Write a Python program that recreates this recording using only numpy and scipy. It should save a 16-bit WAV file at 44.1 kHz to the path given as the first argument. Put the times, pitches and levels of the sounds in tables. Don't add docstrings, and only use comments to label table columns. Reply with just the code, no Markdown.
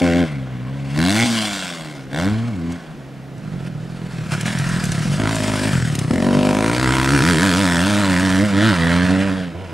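import sys
import numpy as np
from scipy import signal
from scipy.fft import rfft, irfft, next_fast_len
from scipy.io import wavfile
from scipy.ndimage import uniform_filter1d

SR = 44100
rng = np.random.default_rng(int(sys.argv[2]) if len(sys.argv) > 2 else 0)


def unload_audio(sound):
    columns = np.transpose(np.atleast_2d(sound))
    steps = np.round(np.clip(columns, -1, 1) * 32767)
    wavfile.write(sys.argv[1], SR, steps.astype(np.int16))


N = 429093


def gain_of(db):
    return 10 ** (np.asarray(db) / 20)


def read(points, hz):
    f, value = np.transpose(points)
    return np.interp(np.log(hz + 1), np.log(f + 1), value)


def columns(rows, t):
    times, *rest = np.transpose(rows)
    return [np.interp(t, times, column) for column in rest]


def smooth(x, size):
    return uniform_filter1d(uniform_filter1d(x, size), size)


def steady(x, size=6000):
    return x / np.sqrt(abs(smooth(x ** 2, size)) + 1e-16)


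def swelling(x, hold):
    x = x / x.std()
    return x * abs(steady(x) / (x + 1e-30)) ** hold


def butter(x, order, hz, kind):
    return signal.sosfilt(signal.butter(order, hz, kind, fs=SR, output="sos"), x)


def colour(x, points):
    db = np.maximum(read(points, abs(np.fft.fftfreq(4096, 1 / SR))), -100)
    minimum_phase = np.exp(np.conj(signal.hilbert(np.log(gain_of(db)))))
    return signal.oaconvolve(x, np.fft.ifft(minimum_phase).real[:2048])[:len(x)]


def mode(x, hz, width_hz, db=0, count=2):
    r = np.exp(-np.pi * width_hz / SR)
    section = [1 - r, 0, r - 1, 1, -2 * r * np.cos(2 * np.pi * hz / SR), r * r]
    return gain_of(db) * signal.sosfilt([section] * count, x)


def resonate(x, hz, width_hz, rise=6.4):
    turn = np.exp(2j * np.pi * np.cumsum(hz) / SR)
    slow, fast = np.exp(-np.pi * width_hz * np.array([1, rise]) / SR)
    envelope = signal.lfilter([(1 - slow) * (1 - fast)], np.poly([slow, fast]), x / turn + 1e-18)
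    return 2 * (turn * envelope).real


def throttle_at(t, shut_voice):
    # start_s, end_s, crack_share, boom_db, bark_db, buzz_db, bark_hz, nasal_db, bite_db
    bursts = [(-.1, 0.238, 0.75, -0.5, 8, -1.5, 280, -26, -40),
              (0.956, 1.101, 0.97, -3.5, 1, -19, 271, -9.5, -18),
              (1.1, 1.24, 0.87, -4.5, -5, -16, 321, -13, -5),
              (1.285, 2.07, 0.62, -11.5, -3, -24, 293.1, -22, -14),
              (2.103, 2.286, 0.91, -2, -1, -11, 284.8, -8, -9),
              (2.296, 2.547, 0.19, 1, -8, -15.5, 310, -13, -30),
              (2.55, 2.762, 0.17, 0, 3.5, -31, 270, -12, -20),
              (5.176, 5.358, 0.65, 4, 3, -18, 266.7, -8, -20),
              (5.381, 5.678, 0.32, 5.5, 5.5, -20, 250, -11, -22),
              (5.716, 5.863, 0.36, 0, -12, -27, 256.2, -21, -28),
              (5.902, 6.046, 0.21, -3.5, -10, -18, 276.8, -24, -27),
              (6.088, 6.2, 0.7, 0.5, 4, -7, 233, -9, -23), (6.217, 6.408, 0.5, -4, 4.5, -5.5, 239, -3, -21),
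              (6.412, 6.586, 0.74, -2, 3.5, -3.5, 265.4, -5, -28),
              (6.587, 6.747, 0.74, 0.5, 5.5, -0.5, 293.5, -8, -23),
              (6.763, 7.199, 0.78, -1, 4.5, -23, 294.8, -10.5, -25),
              (7.208, 7.78, 0.87, -4, 3, -17, 287, -12, -12),
              (7.779, 8.44, 0.69, -4, 2, -16, 289.5, -18, -14),
              (8.515, 8.737, 0.61, -1.5, 3, -16, 307.8, -11, -8),
              (8.762, 9.045, 0.48, -2, -1, -10.5, 266, -35, -10.5),
              (9.075, 9.339, 0.32, -4, 2, -10.5, 276.6, -25, -16),
              (9.362, 9.503, 0.28, -6, -5, -8.5, 274.8, -21, -12.5)]
    open_s, shut_s, coasting_share = .02, .05, .15
    start, end, *opened = np.transpose(bursts)[:, :, None]
    gate = np.clip((t - start) / open_s, 0, 1) * np.clip((end - t) / shut_s + 1, 0, 1)
    gate = gate / np.maximum(gate.sum(0), 1)
    share, *voice = (shut + ((value - shut) * gate).sum(0)
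                     for shut, value in zip((coasting_share, *shut_voice), opened))
    return np.clip(share, 0, .98), *voice


def firings(t, hz, throttle):
    # time_s, timing_spread_cycles
    stumbles = [(1.255, .06), (2.5, .045), (5.24, .025)]
    at = np.flatnonzero(np.diff(np.floor(np.cumsum(hz) / SR)))
    timing, strength, sharpness = rng.standard_normal((len(at), 3)).T
    lugging = np.clip((72 - hz[at]) / 25, 0, 1) * np.clip(1 - throttle[at] / .6, 0, 1)
    jolts = sum(spread * np.clip(1 - abs(t[at] - s) / .05, 0, 1) for s, spread in stumbles)
    jitter_cycles = .002 + .035 * lugging + jolts
    at = np.clip(at + (jitter_cycles * timing * SR / hz[at]).astype(int), 0, len(t) - 1)
    thumps, cracks = np.zeros((2, len(t)))
    thumps[at] = gain_of((.4 + 60 * jitter_cycles) * strength)
    late_s = .003 + .005 * np.clip((hz[at] - 62) / 14, 0, 1)
    cracks[np.minimum(at + (late_s * SR).astype(int), len(t) - 1)] = thumps[at] * gain_of(.8 * sharpness)
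    return thumps, cracks


def main_ring(flow, hz, throttle, revving, noise):
    wander = 1 + .07 * steady(smooth(noise, 1200), size=40000)
    cold_hz = 163.6 * (hz / 31.5) ** .12 * wander
    warm_hz = cold_hz + (203 - cold_hz) * (throttle / 1.44) ** 2
    ring_hz = (1 - revving) * warm_hz + revving * 2 * hz
    fast_ring = steady(resonate(flow, ring_hz, width_hz=39.4))
    lug_ring = steady(resonate(flow, ring_hz, width_hz=47.3, rise=1.44))
    return revving * fast_ring + (1 - revving) * lug_ring


def exhaust_pipe(t, hz, throttle, thumps, noise, boom_db, bark_db, buzz_db, bark_hz):
    # time_s, firing_rate_multiple, level_db
    upper_orders = [(0, 6.3, -6), (.3, 7, -19.5), (.95, 8, -21), (1.05, 7.5, -12), (1.22, 6.8, -13),
                    (1.3, 6.5, -18), (1.6, 6.6, -9), (2.05, 8, -14), (2.2, 7, -11), (2.35, 6, -20),
                    (2.8, 7, -27), (3.3, 9, -24), (5.15, 12, -28), (5.2, 12.3, -7), (5.33, 12, -1),
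                    (5.5, 11.8, -3), (5.67, 11.3, -4), (5.73, 12, -32), (6.09, 14, -27), (6.12, 14, -10),
                    (6.3, 12.3, -10), (6.55, 11.5, -9), (6.74, 10.5, -11), (6.8, 7.5, -12), (7.2, 7, -15.5),
                    (7.3, 5.2, -9), (7.47, 5.5, -8), (7.62, 5.5, -6), (7.7, 7.5, -13), (7.8, 7, -18),
                    (7.9, 5.7, -10), (8.15, 6, -12), (8.25, 5.5, -8.5), (8.44, 5.5, -10), (8.5, 5.5, -13),
                    (8.66, 5.6, -9), (8.8, 6.5, -17), (9, 7, -18), (9.25, 6, -12), (9.5, 6, -16),
                    (9.73, 6, -16)]
    # pitch_hz, width_hz, level_db
    boom_modes = [(59.3, 21, -11), (92.4, 78, 15), (108.4, 41, 6)]
    # time_s, level_db
    thrum_levels = [(0, -27), (3.3, -16), (3.6, -12), (4.2, -12), (4.6, -16), (5.1, -14), (5.5, -12),
                    (6.1, -27), (6.5, -18), (6.8, -6.5), (7.15, -9), (7.3, -26), (9.73, -12)]
    # pitch_hz, width_hz, level_db
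    silencer_modes = [(408, 65, 9.5), (485, 62, 17), (596, 29, 11), (647.3, 28, 15), (757, 86, 9)]
    flow = thumps + .0092 * noise[0]
    revving = np.clip((hz - 54) / 10, 0, 1)
    pipe = main_ring(flow, hz, throttle, revving, noise[2])
    multiple, hum_db = columns(upper_orders, t)
    hum = resonate(thumps, multiple * hz, width_hz=162, rise=1.25)
    pipe += gain_of(hum_db) * steady(resonate(hum, multiple * hz, width_hz=162, rise=1.4))
    pipe += gain_of(columns(thrum_levels, t)[0]) * steady(resonate(resonate(flow, hz, 30), hz, 30))
    second_harmonic = steady(resonate(resonate(flow, 2 * hz, 25), 2 * hz, 27))
    pipe += gain_of(-15.5) * (1 - revving) * second_harmonic
    pipe -= gain_of(boom_db) * swelling(sum(mode(flow, *m) for m in boom_modes), hold=.39)
    bark = revving * resonate(flow / hz, bark_hz, 37) + (1 - revving) * resonate(flow / hz, bark_hz, 66)
    pipe -= gain_of(bark_db) * swelling(bark, hold=.083)
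    buzz = sum((-1) ** k * mode(thumps + .003 * noise[1], *m) for k, m in enumerate(silencer_modes))
    pipe += gain_of(buzz_db) * steady(buzz)
    return steady(pipe + .23 * (1 - revving) * np.roll(pipe, round(.0081 * SR)))


def cracks_and_hiss(throttle, cracks, noise, treble, bounce):
    jet = signal.lfilter([1], [1, -np.exp(-1 / (.003 * SR))], cracks) * noise[1]
    flicker = gain_of(2 * steady(uniform_filter1d(noise[0], size=700)))
    hiss = steady(noise[2] * flicker)
    dip_spacing_hz, echo_gain = bounce
    delay, bands = round(SR / dip_spacing_hz), []
    for share, crack_gain, kind in (throttle, 11, "low"), (throttle ** 2, 6, "high"):
        drive = np.sqrt(share) * steady(jet - crack_gain * cracks) + np.sqrt(1 - share) * hiss
        drive[delay:] -= echo_gain * drive[:-delay]
        bands.append(steady(butter(colour(drive, treble), 3, 3000, kind)))
    return bands


def tail_pipe(t, cracks, low_band, noise, modes, nasal_db, bite_db):
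    # time_s, pitch_hz, level_db
    snarl_path = [(0.0, 1700, -13), (0.13, 1820, -5), (0.27, 1500, -15), (0.7, 1770, -8), (0.81, 2120, -6),
                  (1.05, 1649, -5.5), (1.3, 2083, -6), (1.32, 1770, -16), (1.67, 1480, -10),
                  (1.81, 2051, -9), (2.27, 1525, -14), (2.46, 1803, -8), (2.51, 1633, -22),
                  (4.35, 1510, -15), (4.51, 1800, -6), (5.37, 1602, -22.5), (6.16, 1950, -6),
                  (6.37, 1420, -14), (6.67, 1733, -26), (6.72, 1440, -35), (7.0, 1780, -21),
                  (7.05, 1479, -11), (7.29, 1504, -8), (7.38, 1740, -5), (7.62, 1525, -20),
                  (7.78, 1778, -6), (7.83, 1446, -11), (8.08, 1534, -23), (8.13, 1821, -5),
                  (8.48, 1460, -26), (8.62, 1680, -5), (8.73, 1450, -7), (8.83, 1896, -7), (8.97, 1480, -7),
                  (9.02, 1696, -6), (9.7, 1598, -28)]
    soft_cracks = butter(.004 * noise - cracks, 2, 4500, "low")
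    nasal, bite, edge = (steady(mode(soft_cracks, *m, count=1)) for m in modes)
    snarl_hz, snarl_db = columns(snarl_path, t)
    snarl = steady(resonate(.55 * low_band + steady(soft_cracks), snarl_hz, width_hz=440, rise=1.8))
    fixed_modes = gain_of(nasal_db) * nasal + gain_of(bite_db) * (bite + gain_of(3) * edge)
    return gain_of(snarl_db) * snarl + fixed_modes


def bike_pass(revs, pipe_levels, rasp_levels, shut_voice, treble, tail_modes, bounce, fade_s=.06):
    # time_s, level_db
    top_levels = [(0, -6), (.25, -9.5), (.6, -16.5), (1, 0.5), (1.13, 4), (1.23, 2), (1.4, 3.5), (1.8, 0),
                  (2.1, -5.5), (2.2, -5), (2.3, -6), (2.7, -8), (3.3, -10), (4.2, -8), (5.15, -3.5),
                  (5.25, -10), (5.4, -3), (5.9, -3.5), (6.1, -5), (6.8, -9), (7.4, -3.5), (8.4, -8.5),
                  (9.2, -12), (9.73, -14)]
    start_s, end_s = pipe_levels[0][0], pipe_levels[-1][0]
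    t = np.arange(max(start_s - fade_s, 0), min(end_s + fade_s, N / SR), 1 / SR)
    hz, pipe_db, rasp_db, top_db = (
        columns(rows, t)[0] for rows in (revs, pipe_levels, rasp_levels, top_levels))
    throttle, *pipe_voice, nasal_db, bite_db = throttle_at(t, shut_voice)
    thumps, cracks = firings(t, hz, throttle)
    noise = rng.standard_normal((3, len(t)))
    pipe = exhaust_pipe(t, hz, throttle, thumps, noise, *pipe_voice)
    low, high = cracks_and_hiss(throttle, cracks, noise, treble, bounce)
    tail = tail_pipe(t, cracks, low, noise[2], tail_modes, nasal_db, bite_db)
    sound = gain_of(pipe_db) * pipe + gain_of(rasp_db) * (low + tail + gain_of(top_db) * high)
    fade_in = np.clip((t - start_s) / fade_s / 2 + .5, 0, 1) if start_s > 0 else 1
    fade_out = np.clip((end_s - t) / fade_s / 2 + .5, 0, 1) if t[-1] + fade_s < N / SR else 1
    return round(t[0] * SR), sound * np.sqrt(fade_in * fade_out)


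def dirt_bike():
    # time_s, firing_hz
    revs = [
        [(0.0, 88.9), (0.11, 84.2), (0.2, 88.4), (0.26, 78.6), (0.39, 65.8), (0.6, 61.46), (0.78, 69.7),
         (0.9, 67.8), (0.99, 77.5), (1.18, 112.1), (1.24, 121.7), (1.33, 114.5), (1.67, 88.94), (2.06, 63.92),
         (2.12, 67.2), (2.28, 101.7), (2.39, 114), (2.49, 120), (2.54, 97.9), (2.6, 81.85), (2.75, 86.4),
         (2.89, 78.4), (3.03, 66.35), (3.3, 67.2)],
        [(3.3, 53.7), (3.42, 52.4), (3.77, 36.7), (3.87, 43.4), (4.17, 41.3), (4.3, 33.2), (4.46, 40.72),
         (4.61, 44.25), (4.84, 38.33), (4.96, 33.02), (5.05, 44.55), (5.17, 50.92), (5.31, 55.68),
         (5.39, 51.67), (5.5, 53.5), (5.6, 49.43), (5.67, 54.63), (5.76, 43.13), (5.9, 38.07), (6.05, 30.23),
         (6.1, 33), (6.13, 41.4), (6.16, 45.02), (6.22, 46.47), (6.38, 49.72), (6.54, 50.85), (6.66, 55.28),
         (6.82, 65.2), (6.87, 62.58), (6.92, 66.67), (6.96, 64.4), (7.08, 67.06), (7.14, 72.3), (7.2, 63.65),
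         (7.24, 78.6), (7.3, 91.1), (7.34, 80), (7.37, 74.34), (7.44, 99.24), (7.46, 99.5), (7.525, 84.3),
         (7.605, 101.4), (7.665, 88.5), (7.73, 85.34), (7.785, 84.7), (7.81, 88), (7.89, 104.2), (7.945, 101.2),
         (8.0, 104), (8.05, 96.1), (8.09, 94.8), (8.155, 87.34), (8.24, 96.4), (8.3, 92.1), (8.38, 95.16),
         (8.445, 106.8), (8.53, 95.8), (8.58, 99.7), (8.65, 111.6), (8.68, 112), (8.73, 90.96), (8.8, 82.44),
         (8.87, 83.76), (9.02, 90.4), (9.07, 90.56), (9.12, 94.2), (9.17, 94.55), (9.26, 99.2), (9.31, 93),
         (9.37, 94.6), (9.45, 88.5), (9.52, 82.4)],
        [(9.52, 79.7), (9.616, 97.5), (9.73, 77.4)],
    ]
    # time_s, level_db
    pipe_levels = [
        [(0, -14.5), (.22, -15.5), (.28, -21.5), (.5, -28), (.9, -24), (.99, -16), (1.15, -17.5), (1.24, -17.5),
         (1.31, -18), (1.6, -33.5), (1.76, -33.5), (1.8, -33.5), (2.09, -35.5), (2.14, -26), (2.27, -16.5),
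         (2.57, -25), (2.7, -22), (2.76, -31.5), (2.8, -37), (3.11, -37), (3.4, -33)],
        [(3.4, -30), (3.57, -26), (3.98, -29.5), (4.28, -25), (4.33, -22.5), (4.45, -22.5), (4.66, -20),
         (4.83, -21), (5.03, -20.5), (5.12, -15.5), (5.2, -19.5), (5.36, -20.5), (5.68, -21), (5.72, -12.5),
         (5.88, -20.5), (6.09, -19), (6.11, -17), (6.2, -17.5), (6.35, -13.5), (6.76, -20), (6.88, -17),
         (7.03, -19.5), (7.15, -14.5), (7.7, -17.5), (8.33, -16.5), (8.43, -14), (8.49, -17.5), (8.56, -15.5),
         (8.68, -13.5), (8.74, -17.5), (9.13, -14.5), (9.37, -22), (9.52, -29)],
        [(9.52, -27.5), (9.718, -36), (9.73, -15)],
    ]
    # time_s, level_db
    rasp_levels = [
        [(0.0, -18.5), (0.01, -28.5), (0.18, -27.5), (0.41, -44), (0.84, -44), (0.94, -40), (0.98, -29),
         (1.1, -27.5), (1.2, -25), (1.26, -25), (1.27, -27.5), (1.61, -31.5), (2.01, -44.5), (2.09, -54),
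         (2.14, -32), (2.22, -27.5), (2.27, -30.5), (2.31, -35.5), (2.62, -44.5), (2.72, -40), (3.06, -56),
         (3.4, -79)],
        [(3.4, -50), (3.64, -45), (3.67, -37.5), (3.69, -52.5), (4.29, -38), (4.32, -28.5), (4.44, -34),
         (4.47, -26), (4.51, -31), (5.17, -33), (5.21, -29.5), (5.235, -30), (5.25, -27.5), (5.3, -26),
         (5.34, -29), (5.67, -29), (6.09, -38.5), (6.105, -33), (6.15, -33.5), (6.2, -33.5), (6.24, -33),
         (6.79, -23), (7.37, -23), (8.38, -24.5), (8.5, -30.5), (8.67, -22.5), (8.79, -26), (8.97, -25),
         (9.31, -30.5), (9.52, -42.5)],
        [(9.52, -47), (9.728, -41), (9.73, -41)],
    ]
    # boom_db, bark_db, buzz_db, bark_hz, nasal_db, bite_db
    shut_voices = [(-24, -13.5, -37, 271.6, -24, -37), (-11, -20, -22.5, 315, -22, -39),
                   (21, 13.5, 14.5, 320, -0.5, -22)]
    # frequency_hz, level_db
    trebles = [
        [(410, -7), (700, 7), (873, -3), (1060, 6), (1240, -1), (1470, 5), (1870, -4), (2190, 4), (2490, -5.5),
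         (2690, 0), (2990, -3.5), (3320, 0), (3800, -6.5), (4400, -6), (6500, -13), (8320, -12.5), (15500, -37)],
        [(410, -15.5), (700, -4.5), (818, -11), (968, -6), (1150, -8.5), (1340, -2.5), (1850, -7.5),
         (2250, -7.5), (2990, -9), (3870, -9), (5000, -7.5), (6420, -11.5), (8210, -10), (10800, -18),
         (12600, -30.5), (14000, -29.5), (15500, -38)],
    ]
    # pitch_hz, width_hz
    tail_modes = [
        [(760, 170), (1480, 150), (3280, 1340)],
        [(975, 59), (1750, 180), (2980, 890)],
    ]
    # dip_spacing_hz, echo_gain
    bounces = [(620, 0.024), (1140, 0.0052), (1140, 0.081)]
    track = np.zeros(N)
    for k, tone in enumerate((0, 1, 1)):
        start, sound = bike_pass(revs[k], pipe_levels[k], rasp_levels[k], shut_voices[k],
                                 trebles[tone], tail_modes[tone], bounces[k])
        track[start:start + len(sound)] += sound[:N - start]
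    return track


def background():
    # frequency_hz, level_db
    spectrum = [(15, -49), (25, -29), (93, -38.5), (144, -0.5), (433, -11.5), (703, -12.5), (919, -21.5),
                (1660, -21), (11500, -44.5), (15500, -53)]
    shared, left, right = rng.standard_normal((3, N))
    both = np.array([colour(shared + .072 * left, spectrum), colour(shared + .45 * right, spectrum)])
    return gain_of(-38.5) * both / both.std()


def rattles():
    # start_s, level_db
    hits = [(2.721, -29), (3.3789, -40), (3.6665, -40), (4.3181, -20), (4.336, -29), (4.4096, -15.5),
            (4.4618, -21), (4.586, -17.5), (4.6889, -23), (4.8392, -15.5), (4.853, -20), (4.918, -14.5),
            (5.355, -16.5), (5.9515, -14.5), (5.9889, -13.5)]
    rise_s, t60_s = .0015, .03
    out, t = np.zeros(N), np.arange(5000) / SR
    for start_s, level_db in hits:
        grit = butter(rng.standard_normal(len(t)), 4, [1890, 10000], "band")
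        envelope = gain_of(level_db - 60 * t / t60_s) * np.minimum(t / rise_s, 1)
        out[round(start_s * SR):][:len(t)] += envelope * grit
    return out


def gusts():
    # time_s, level_db
    wind_levels = [(0, -71), (3, -55), (3.7, -61), (5, -49), (6.9, -52), (7.5, -64), (9.2, -58),
                   (9.73, -52)]
    rumble, lumps = rng.standard_normal((2, 2, N))
    rumble = butter(rumble, 2, (24, 60), "band")
    lumps = smooth(lumps, 4000)
    level_db = columns(wind_levels, np.arange(N) / SR)[0] + 11 * lumps / lumps.std()
    return gain_of(level_db) * rumble / rumble.std()


def placed(x, waver_db=2.0, apart_db=.65):
    # time_s, leftward_amount
    bearing = [(0.0, 0.5), (0.38, 0.5), (2.93, 0.0), (3.44, -2), (4.14, -0.5), (6.04, 0.5), (7.24, 0.0),
               (9.73, -1.5)]
    # frequency_hz, db_per_unit_bearing
    spread = [(100, 0.19), (300, 3.4), (1000, 0.46), (2000, 1.1), (5000, 1.5)]
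    hz, t, spectra = signal.stft(x, SR, nperseg=1024)
    patches = rng.standard_normal((len(t), len(hz), 2)).T
    patches = uniform_filter1d(uniform_filter1d(patches, size=7, axis=1), size=10, axis=2)
    both, apart = patches / patches.std() * np.clip(hz / 700 - .5, 0, 1)[:, None]
    tilt_db = read(spread, hz)[:, None] * columns(bearing, t)[0] / 2 + apart_db * apart
    spectra = spectra * gain_of(waver_db * both)
    return signal.istft(spectra * gain_of([tilt_db, -tilt_db]), SR, nperseg=1024)[1][:, :N]


def scene():
    return placed(rattles() + dirt_bike()) + background() + gusts()


def record(dry):
    # frequency_hz, left_lead_rad
    port_phase = [(40, -0.48), (300, -0.35), (600, -0.24), (1100, -0.16), (2200, -0.44), (4000, -0.052)]
    bass_cut_hz, ceiling, top_hz = 44, .93, 15750
    size = next_fast_len(N + 4096)
    turn = np.exp(.5j * read(port_phase, np.fft.rfftfreq(size, 1 / SR)))
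    ports = irfft(rfft(dry, size) * np.array([turn, 1 / turn]), size)[:, :N]
    ports = butter(ports, 3, bass_cut_hz, "high")
    ports = ports / (1 + (ports / ceiling) ** 4) ** .25
    return signal.oaconvolve(ports, signal.firwin(1023, top_hz, window=("kaiser", 9), fs=SR)[None], "same")


dry = scene()
out = record(dry)
unload_audio(out)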